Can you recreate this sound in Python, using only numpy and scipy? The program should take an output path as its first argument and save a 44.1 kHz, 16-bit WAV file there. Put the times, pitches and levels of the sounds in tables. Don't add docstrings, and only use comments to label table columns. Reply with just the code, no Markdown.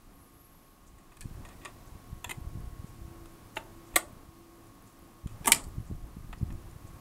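import sys
import numpy as np
from scipy import signal
from scipy.fft import rfft, irfft, next_fast_len
from scipy.io import wavfile
from scipy.ndimage import uniform_filter1d, map_coordinates

SR = 44100
rng = np.random.default_rng(int(sys.argv[2]) if len(sys.argv) > 2 else 0)


def volts(x):
    e = np.asarray(x, float) / 20
    return 10 ** e


def store_wav(level_fs):
    pcm = np.round(np.clip(np.atleast_2d(level_fs), -1, 1) * 32767)
    wavfile.write(sys.argv[1], SR, pcm.T.astype(np.int16))


N = 308876

# f/Hz, width/Hz, level/dB
CASE_BODY = [(373.8, 19, -4), (697, 13, -9)]


def unit(x):
    return x / np.sqrt(np.mean(x ** 2) + 1e-20)


def along(points, hz):
    f, v = np.transpose(points)
    return np.interp(np.log(hz + 1), np.log(f + 1), v)


def curves(rows):
    s, *cols = np.transpose(rows)
    return [np.interp(np.arange(N) / SR, s, c) for c in cols]


def wobble(rate):
    at = np.arange(0, N + 16, 16)
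    knots = rng.standard_normal(int(N * rate / SR) + 4)
    return np.interp(np.arange(N), at, map_coordinates(knots, [at * rate / SR]))


def filtered(x, response):
    m = next_fast_len(x.shape[-1] + 8192)
    return irfft(rfft(x, m) * response(np.fft.rfftfreq(m, 1 / SR)), m)[..., :x.shape[-1]]


def resonances(body, f):
    return sum(volts(db) * 1j * f * w / (c * c - f * f + 1j * f * w) for c, w, db in body)


def noise(spectrum):
    return unit(filtered(rng.standard_normal(N), lambda hz: volts(along(spectrum, hz))))


def ringing(x, body):
    return filtered(x, lambda f: resonances(body, f) ** 2)


def tone(hz, db, drift_hz, flutter_db):
    phase = 2 * np.pi * np.cumsum(hz + drift_hz * wobble(25)) / SR
    return np.sqrt(2) * volts(db + flutter_db * wobble(7.7)) * np.sin(phase)


def porch(burst, wet_db):
    # f/Hz, t60/s
    porch_t60 = [(300, 0.53), (1000, 0.34), (2500, 0.15), (8000, 0.23), (14000, 0.11)]
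    hz, t, z = signal.stft(rng.standard_normal(SR // 3), SR, nperseg=256)
    tail = signal.istft(z * volts(-60 * t / along(porch_t60, hz)[:, None]), SR, nperseg=256)[1]
    tail = tail * (1 - np.exp(-np.arange(len(tail)) / SR / 0.0093))
    tail = tail / np.linalg.norm(tail)
    return volts(wet_db) * signal.fftconvolve(burst[:len(burst) // 3], tail)[:len(burst)]


def even(x):
    z = rfft(x)
    flat = irfft(z / np.sqrt(np.abs(uniform_filter1d(np.abs(z) ** 2, size=60)) + 1e-12), len(x))
    return flat * (np.arange(len(x)) < len(x) // 2)


def contacts(rows, body, knock_db, crack_db, wet_db, steel_hz, low_hz, strike, damping=0.028):
    # low f/Hz, high f/Hz
    ranges = [(200, 1310), (1500, 3780)]
    crack_hz, rise_s, strike_s = 1370, 0.00017, 0.0026
    out, t = np.zeros(N + SR), np.arange(SR // 3) / SR
    damped = [(hz, width + damping * hz, db) for hz, width, db in body]
    bands = [(low_hz, ranges[0][1]), ranges[1], (ranges[-1][1], steel_hz)]
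    parts = [signal.butter(2, hz, "band", fs=SR, output="sos") for hz in bands]
    grid = np.fft.rfftfreq(next_fast_len(len(t) + 8192), 1 / SR)
    crack = volts(crack_db) * (1j * grid / (crack_hz + 1j * grid)) ** 2
    colour = resonances(damped, grid) + crack
    for s, db, dull_db, rattle, t60 in rows:
        decay = volts(-60 * np.maximum(t - rattle, 0) / t60)
        shape = (1 - np.exp(-t / rise_s)) * decay * (1 + strike * np.exp(-t / strike_s))
        grain = volts(3 * rng.standard_normal(len(t) // 16 + 1)).repeat(16)[:len(t)]
        grit = rng.standard_normal(len(t)) * grain
        ring = filtered(np.array([even(shape * grit), t == 0]), lambda f: colour)
        burst, spread = np.zeros((2, len(t)))
        for part, level_db in zip(parts, (db + dull_db + knock_db, db + dull_db, db)):
            x, blow = signal.sosfilt(part, ring)
            x = volts(level_db) * x / np.abs(x).max()
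            burst += x
            spread += blow * np.linalg.norm(x) / np.linalg.norm(blow)
        out[round((s + rattle / 2) * SR):][:len(t)] += porch(spread, wet_db)
        out[round(s * SR):][:len(t)] += burst
    return out[:N]


def rotor_whine():
    # t/s, level/dB, upper sideband level/dB
    whine_levels = [(0, -71.5, -74), (1.4, -70.5, -79.5), (2.3, -64, -91), (3.3, -67.5, -77),
                    (4.6, -67, -74.5), (6.1, -71, -69.5), (7, -66.5, -85)]
    # offset f/Hz, level/dB
    side_tones = [(-376, -8), (-257, -16.5), (238, -21), (-816, -1.5)]
    hz, (db, upper_db) = 1096, curves(whine_levels)
    whine = tone(hz, db - 0.5, drift_hz=2.5, flutter_db=0.5)
    whine += tone(hz + 120, upper_db - 0.5, drift_hz=1.4, flutter_db=2.0)
    for offset_hz, side_db in side_tones:
        whine += tone(hz + offset_hz, db + side_db, drift_hz=3.3, flutter_db=2.5)
    return whine


def idler_whirr():
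    # t/s, level/dB
    idler_levels = [(0, -71.5), (2.05, -70), (2.3, -62.5), (3.2, -56.5), (4.4, -58), (5.8, -68.5), (7, -59)]
    turn_s, dip_s, dip_db, dip_sharp = 1.344, 2.803, 12.5, 2.3
    dips = np.abs(np.cos(2 * np.pi * (np.arange(N) / SR - dip_s) / turn_s)) ** (2 * dip_sharp)
    return tone(335.1, curves(idler_levels)[0] - dip_db * dips, drift_hz=1.4, flutter_db=0.1)


def plinth_rumble(effort_db):
    # f/Hz, level/dB per Hz
    plinth_spectrum = [(88, -41), (150, 1.5), (335, -1.5), (404, -6), (603, -8.5), (719, -8.5), (912, -9),
                       (1090, -8), (1310, -12.5), (3000, -28), (3900, -55.5), (6600, -120)]
    rumble_db = -64.5 + 1.21 * effort_db
    throb = 1 + 0.11 * np.sin(2 * np.pi * 120 * np.arange(N) / SR)
    return volts(rumble_db + 6 + wobble(13)) * throb * noise(plinth_spectrum)


def gear_drone(effort_db):
    drone_db = -68.5 + 2.8 * effort_db + 4.5 * wobble(8.8)
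    drone = volts(drone_db + 0.5) * unit(ringing(rng.standard_normal(N), [(107.0, 20, 0)]))
    gear_db = -70 + 4.5 * np.minimum(effort_db, 1)
    return drone + tone(109, gear_db, drift_hz=0.79, flutter_db=7.5)


def wind():
    # t/s, level/dB
    wind_levels = [(0.0, -59.5), (0.29, -61), (0.68, -64.5), (1.13, -57), (1.32, -47), (1.73, -59),
                   (2.63, -44.5), (2.79, -51.5), (3.08, -52), (3.45, -57.5), (4.17, -56.5), (4.87, -60),
                   (5.17, -59), (5.4, -49), (5.91, -43.5), (6.2, -50), (6.53, -43), (7.0, -55)]
    # f/Hz, level/dB per Hz
    breeze = [(12, -29.5), (20, 8), (43, 2), (134, -6), (226, -16), (338, -17.5), (468, -42.5),
              (700, -26.5), (910, -61), (1540, -120)]
    # t/s, peak level/dB, f/Hz
    puffs = [(1.257, -29.5, 110), (1.313, -38, 108), (2.132, -31, 90), (2.386, -32.5, 116),
             (2.421, -34, 52), (2.449, -37, 91), (2.474, -30.5, 50.4), (2.556, -29, 78),
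             (2.574, -32.5, 110.4), (2.643, -34.5, 50.7), (2.678, -34, 52.7), (2.8, -32, 68),
             (2.845, -31, 125), (5.262, -27.5, 128), (5.413, -36, 106), (5.568, -34.5, 190),
             (5.67, -38, 75), (5.784, -26, 96), (5.803, -31, 84.8), (5.904, -31, 120), (5.928, -30, 73.4),
             (6.17, -33, 139), (6.432, -18.5, 95.3), (6.464, -38, 105.5), (6.488, -36.5, 76.8),
             (6.522, -30, 82), (6.557, -36.5, 90), (6.577, -37, 53.56), (6.851, -35.5, 66.4),
             (1.322, -40, 45), (1.355, -39, 62), (1.412, -43, 50), (1.450, -43, 85), (1.927, -40, 60),
              (2.270, -41, 70), (2.379, -35, 90), (2.708, -41, 90), (2.732, -37, 50), (3.020, -36, 55),
              (3.053, -36, 50), (3.082, -37, 110), (3.114, -41, 100), (3.220, -43, 60), (3.945, -43, 45),
              (3.974, -44, 110), (4.133, -43, 100), (4.170, -42, 182), (4.292, -41, 90), (5.244, -38.5, 67),
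              (5.262, -35, 45), (5.327, -44, 45), (5.539, -37, 130), (5.685, -39, 50), (5.812, -35, 110),
              (5.914, -29, 200), (5.951, -38, 100), (6.040, -39, 70), (6.186, -39, 70), (6.211, -42, 100),
              (6.248, -43, 100), (6.296, -40, 170), (6.340, -41, 110), (6.378, -40, 100), (6.415, -27, 130),
              (6.505, -34.5, 160), (6.731, -43, 45), (6.908, -43, 100), (6.968, -43, 100)]
    # t/s, peak level/dB, f/Hz, count (one each)
    lone = [
        (1.957, -38, 72, 1),
        (6.677, -44.5, 60, 1),
        (6.764, -37.5, 90, 1),
        (6.946, -38, 65.6, 1),
    ]
    rows = puffs + [row[:3] for row in lone]
    s, db, hz = np.transpose(rows)[:, :, None]
    t = np.arange(-1500, 1500) / SR
    turn = rng.normal(0, 0.16, (len(s), 1))
    eddies = -volts(db + 0.5) * np.exp(-(2.64 * hz * t) ** 2) * np.sin(2 * np.pi * hz * t + turn)
    eddies *= 1 + 0.5 * np.exp(-(7 * hz * t) ** 2)
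    at = (np.round(s * SR) + np.round(t * SR)).astype(int)
    gusts = np.bincount(at.ravel(), eddies.ravel(), N + SR)[:N]
    lumps = volts(4.9 * np.tanh(wobble(20)))
    return gusts + volts(curves(wind_levels)[0] + 1.0) * unit(lumps * noise(breeze))


def preamp_hiss(effort_db):
    # f/Hz, level/dB per Hz
    hiss_spectrum = [(880, -33.5), (1500, -7), (1920, -5), (3420, -7.5), (5650, -8.5), (9150, -8.5),
                     (11500, -8), (15100, -9), (15700, -8)]
    return volts(-68 + effort_db + 5.5) * noise(hiss_spectrum)


def lens_ticks():
    # t/s, level/dB
    tick_levels = [(0, -76), (1, -80), (2.4, -73.5), (4.2, -75.5), (5.3, -75.5), (7, -74)]
    # f/Hz, width/Hz, level/dB
    lens_body = [(10430, 580, -5.5), (11470, 240, -3.5), (12060, 303, -11)]
    steps = np.zeros(N)
    at = np.arange(0, N - 900, SR // 60)
    draw = rng.standard_normal((len(at), 2))
    late = (200 + 60 * draw[:, 0]).astype(int).clip(0)
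    steps[at + late] = volts(3 * draw[:, 1])
    chatter = np.convolve(steps, np.hanning(150))[:N] * rng.standard_normal(N)
    return volts(curves(tick_levels)[0]) * unit(ringing(chatter, lens_body))


def focus_run():
    start_s, end_s, edge_s = 0.094, 0.8, 0.06
    t = np.arange(N) / SR
    return np.clip(np.minimum(t - start_s, end_s - t) / edge_s, 0, 1)


def focus():
    # f/Hz, width/Hz, level/dB
    focus_body = [(11480, 160, 0), (12200, 450, 0), (10060, 600, 0), (13600, 700, 0)]
    focus_db = [-80, -82, -85, -89]
    strain_s, strain_len_s, strain_db = 0.43, 0.043, 12
    swell_db = strain_db * np.exp(-((np.arange(N) / SR - strain_s) / strain_len_s) ** 2)
    out = np.zeros(N)
    for mode, level_db in zip(focus_body, (focus_db[0] + swell_db, *focus_db[1:])):
        pulsing = volts(3.5 * wobble(90.0) + 1.5 * wobble(13.8))
        steps = pulsing * ringing(rng.standard_normal(N), [mode])
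        out += volts(level_db + 6.5) * unit(steps)
    return focus_run() * out


def squeal():
    # f/Hz, wander/Hz, level/dB
    squeals = [(12200, 250, -80), (10100, 280, -81)]
    out = np.zeros(N)
    for hz, wander_hz, db in squeals:
        out += volts(5 * wobble(40)) * tone(hz, db, drift_hz=wander_hz, flutter_db=3)
    return focus_run() * out


def camera_scuff():
    beat = (np.arange(N) / SR - 0.865) % 1
    scuff_db = -64.0 - 60 * abs(beat - 0.012) / 0.14
    return volts(scuff_db) * unit(ringing(rng.standard_normal(N), [(7160, 3600, 0)]))


def lever():
    lever_taps = [
        (0.9824, -56, 3, 0.005, 0.055),
        (1.1182, -55, 6.5, 0.0053, 0.032),
        (1.4508, -44.5, 5, 0.0029, 0.078),
        (1.488, -46, -3, 0.002, 0.024),
        (1.6492, -35.5, 4.5, 0.0029, 0.013),
        (1.6548, -39.5, 10.5, 0.0025, 0.025),
    ]
    scrapes = [
        (1.495, -62, 13.5, 0.042, 0.036),
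        (1.616, -59.5, 14, 0.026, 0.03),
        (1.664, -57, 10, 0.022, .06),
        (3.939, -52.5, 9.8, 0.022, .02),
        (5.274, -56, 2.9, 0.054, 0.046),
    ]
    lever_body = [(366, 32, 2), (710, 50, 0.5), (1156, 79, 9.5), (1360, 58, 6), (1840, 99, 7),
                  (2450, 120, 0), (3530, 500, -8), (5040, 400, -5), (6840, 500, 1.5), (8120, 600, -3),
                  (10600, 550, -17)]
    return contacts(lever_taps + scrapes, lever_body, knock_db=-2.0, crack_db=-18.0, wet_db=-12.0,
                    steel_hz=10000, low_hz=298.0, strike=0.78)


def power_switch():
    snaps = [
        (1.1688, -44, 0, 0.0013, 0.02),
        (1.172, -49.5, 0, 0.0014, 0.03),
        (1.2081, -33, -6, 0.001, 0.013),
        (1.2119, -36, -10, 0.0005, 0.017),
        (1.2145, -41.5, 2.5, 0.0016, 0.037),
        (1.225, -44, -6, 0.0017, 0.03),
    ]
    switch_body = [(1720, 67, 14), (2460, 76, 9), (3230, 200, -7), (4460, 280, 7), (5600, 250, 0),
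                   (6950, 100, -2), (8100, 150, 8), (9300, 200, 4), (10900, 200, -11)]
    return contacts(snaps, switch_body, knock_db=-5.0, crack_db=0, wet_db=-11.0,
                    steel_hz=12000, low_hz=400, strike=2.0)


def links():
    link_s = [1.4512, 1.489, 1.6495, 3.2572, 3.5685, 3.975, 5.2725, 5.28, 5.4715, 5.5295, 5.554, 6.379,
              6.524]
    # bright peak level/dB, dullness/dB, rattle/s, ring t60/s
    link_taps = [(-54, -4, .003, .03), (-55, 6, .004, .02), (-42, -9, 0.0069, 0.037),
                 (-43, -2, .001, 0.012), (-57, 12, 0.0022, .012), (-35, 0, 0.0067, 0.16),
                 (-52, 5, .004, .015), (-57.5, -3.5, .06, .05), (-34.5, 7.5, .006, 0.034),
                 (-18.5, -8.5, .002, 0.013), (-51, 11.5, .04, .08), (-53, -17, .012, .02),
                 (-48, -3, .002, .01)]
    link_body = [(600, 340, -8), (1350, 250, 1), (2700, 400, -2), (3400, 300, 0), (4000, 200, -2.5),
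                 (4900, 500, 4.5), (6800, 600, -6), (9000, 1000, -8)]
    return contacts(np.column_stack([link_s, link_taps]), link_body, knock_db=0, crack_db=-12.5, wet_db=-12,
                    steel_hz=11000, low_hz=350, strike=0.3)


def cam_catch():
    catch_taps = [
        (2.2428, -28.5, 1, 0.0016, 0.014),
        (2.2452, -35, 10, 0.00077, 0.029),
    ]
    catch_body = [(490, 100, -7), (730, 18, -1.5), (990, 60, -4), (1750, 120, 7.5), (2590, 120, 3),
                  (3400, 60, 2), (4150, 80, -13), (6600, 250, 0), (7300, 200, 9), (8500, 100, -12),
                  (11200, 400, -6), (14200, 200, -10)]
    return contacts(catch_taps, catch_body, knock_db=-4.5, crack_db=-17, wet_db=-14.0,
                    steel_hz=14500, low_hz=520, strike=0.46, damping=0.025)


def cam():
    cam_taps = [(2.2935, -28, 1, 0.002, 0.038), (2.2965, -34, -3, 0.0035, 0.023),
                (2.3078, -29, -2, 0.00092, 0.026), (2.3092, -31.5, 5, 0.0027, 0.045),
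                (2.3133, -26, 0.5, 0.0029, 0.011), (2.322, -42, -1, 0.0048, 0.02),
                (3.2565, -50.5, -1, 0.0015, 0.031), (4.6678, -52, -21, 0.0036, 0.029),
                (5.2714, -41.5, -2, 0.003, 0.01), (5.2925, -56, 3.5, 0.002, 0.015),
                (6.7106, -52, -7.5, 0.0032, 0.024)]
    cam_body = [(360.2, 34, -5.5), (1012, 50, -7), (1830, 110, -3), (2060, 88, 3.5), (2530, 60, -3.5),
                (3057, 60, -6), (3870, 150, -17), (6300, 60, -15.5), (7150, 150, 2.5), (8830, 100, 1),
                (9040, 100, -14), (11800, 97, -7), (12440, 160, -18), (14300, 260, -17)]
    return contacts(cam_taps, cam_body, knock_db=-3.5, crack_db=-10.0, wet_db=-17.5,
                    steel_hz=11700, low_hz=297.7, strike=0.48)


def lift():
    lift_taps = [
        (3.5578, -37, -7, 0.021, 0.029),
        (3.5635, -56, 14, 0.002, 0.025),
        (3.5675, -44.5, 21, 0.00155, 0.029),
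        (3.5705, -44.5, 19.5, 0.0019, 0.021),
    ]
    lift_body = [(412, 50, -5), (667, 46, -1.5), (907, 80, -1), (1820, 47, 3), (2160, 170, 12.5),
                 (2630, 200, 10.5), (3200, 170, -15), (3470, 130, -4), (4150, 84, -6.5), (5300, 200, -9),
                 (6900, 740, 0.5), (9400, 600, -4), (12600, 10, 2)]
    return contacts(lift_taps, CASE_BODY + lift_body, knock_db=2.5, crack_db=-16.0, wet_db=-13.5,
                    steel_hz=13000, low_hz=313, strike=0.1, damping=0.015)


def trip_pawl():
    pawl_taps = [
        (3.9578, -18.5, -1.5, 0.0011, 0.014),
        (3.9589, -9, -1, 0.0013, 0.014),
        (3.9609, -5.5, -5.5, 0.00026, 0.0072),
        (3.9627, -7.5, -1.5, 0.00099, 0.01),
        (3.9648, -8, -4, 0.0013, 0.0057),
        (3.967, -17, -2.5, 0.0028, 0.063),
    ]
    pawl_case = [(340, 45, -2.5), (724, 23, -1)]
    pawl_body = [(634, 62, -1.5), (900, 63, -8), (1163, 23, 7.5), (1460, 40, 7.5), (1875, 55, 5),
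                 (2070, 110, 3), (3300, 110, -14), (4170, 91, 2), (4600, 120, 8), (7000, 60, -4),
                 (7900, 80, 2.5), (8750, 71, 5.5), (11000, 200, -14), (11500, 200, -6)]
    return contacts(pawl_taps, pawl_case + pawl_body, knock_db=-6.5, crack_db=-4.0, wet_db=-19.0,
                    steel_hz=15100, low_hz=318, strike=0.059)


def spindle_slip():
    slip_taps = [
        (5.4455, -32.5, 2.5, 0.00078, 0.02),
        (5.449, -41.5, 6, 0.0033, 0.03),
        (5.4577, -18, -3.5, 0.00049, 0.01),
        (5.462, -33, 1.5, 0.0042, 0.03),
    ]
    slip_body = [(417, 68, 3), (880, 80, 3.5), (1690, 100, 4.5), (2400, 150, 0), (3520, 270, -12.5),
                 (5840, 120, 8.5), (7000, 100, -4.5), (7600, 200, 1), (8800, 60, 4.5), (9270, 100, -2.5),
                 (10100, 104, -5), (10950, 200, -7), (13300, 400, -12.5)]
    return contacts(slip_taps, slip_body, knock_db=-5.5, crack_db=-10.5, wet_db=-10.0,
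                    steel_hz=13000, low_hz=250, strike=0.3, damping=0.042)


def disc():
    disc_taps = [
        (5.4695, -15.5, -11.5, 0.0039, .02),
        (5.4743, -9, -5.5, 0.0012, 0.012),
        (5.4778, -10.5, -4, 0.0012, 0.021),
        (5.481, -19, -6.5, 0.0014, 0.015),
        (5.4845, -19.5, -1, 0.0031, 0.043),
    ]
    disc_body = [(243.8, 46.5, -1.5), (923, 40, 1), (1200, 160, -0.5), (1680, 100, -1), (2070, 81, -5.5),
                 (2867, 170, -15), (5530, 200, -7), (6500, 400, -7.5), (7800, 220, 0.5), (8880, 100, 4.5),
                 (9230, 100, -2.5), (10500, 200, -11.5), (12200, 400, -12.5), (14130, 300, -10.5)]
    return contacts(disc_taps, CASE_BODY + disc_body, knock_db=0.5, crack_db=-16.5, wet_db=-14.0,
                    steel_hz=14750, low_hz=193, strike=0.065, damping=0.02)


def holding_arm():
    arm_taps = [
        (5.5195, 4, -5.5, 0.0013, 0.0063),
        (5.5213, -2.5, -2, .0008, 0.009),
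        (5.5232, -7, -4, 0.00084, 0.0088),
        (5.5265, -12.5, 1.5, 0.0051, 0.022),
        (5.5471, -11.5, -8, 0.00014, 0.006),
        (5.558, -29, -6.5, 0.0025, 0.057),
        (5.639, -39.5, -6, 0.0023, 0.044),
    ]
    arm_body = [(1000, 60, -5.5), (1310, 230, 0), (2014, 87, -3.5), (2386, 120, 2), (3096, 200, -3),
                (4454, 120, 12), (5000, 65, 3.5), (5500, 140, -6.5), (7160, 50, 3.5), (7900, 100, 5),
                (8654, 60, 3.5), (10390, 210, -3.5), (11260, 150, -6), (13200, 100, -6.5)]
    return contacts(arm_taps, CASE_BODY + arm_body, knock_db=-15.5, crack_db=-5.5, wet_db=-15.5,
                    steel_hz=12500, low_hz=199.0, strike=0.74)


def trip_lever():
    trip_taps = [
        (6.328, -44.5, 12, 0.003, 0.026),
        (6.3345, -52.5, 14.6, 0.00096, 0.018),
        (6.5034, -55.5, 12, 0.0022, 0.025),
        (6.5234, -57, 3, 0.0021, 0.033),
    ]
    trip_body = [(760, 16, 1), (1010, 69, 1.5), (1300, 78, -3.5), (1795, 150, 15.5), (2460, 150, 0.5),
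                 (3000, 60, -22), (3340, 46, -6), (4070, 100, -16), (6600, 100, -6), (7150, 110, 12),
                 (8800, 100, -28), (10000, 150, -41)]
    return contacts(trip_taps, trip_body, knock_db=-0.5, crack_db=-6.5, wet_db=-15.0,
                    steel_hz=12000, low_hz=530, strike=0.46)


def scene():
    # t/s, level/dB
    load = [(0.0, -70), (0.92, -70.5), (1.19, -70), (1.3, -66), (1.65, -65.5), (2.01, -66.5), (3.96, -66),
            (4.21, -68), (5.26, -68.5), (5.46, -64), (5.91, -68), (7.0, -66)]
    load_db = curves(load)[0]
    effort_db = load_db - load_db.mean()
    motor = rotor_whine() + idler_whirr() + plinth_rumble(effort_db) + gear_drone(effort_db)
    camera = preamp_hiss(effort_db) + lens_ticks() + focus() + squeal() + camera_scuff()
    starting = lever() + power_switch() + links() + cam_catch() + cam()
    cycle = lift() + trip_pawl() + spindle_slip() + disc() + holding_arm() + trip_lever()
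    return (motor + wind() + camera + starting + cycle)[None]


def roll_off(x):
    return signal.sosfilt(signal.butter(12, 16860, fs=SR, output="sos"), x)


def record(dry):
    top_hz = 15750
    soft = dry / (1 + np.abs(dry / 0.9) ** 6) ** (1 / 6)

    def microphone(hz):
        band_limit = np.clip((top_hz + 150 - hz) / 300, 0.003, 1)
        return band_limit / np.sqrt(1 + (hz / 16000) ** 4)

    return roll_off(filtered(soft, microphone))


dry = scene()
out = record(dry)
store_wav(out)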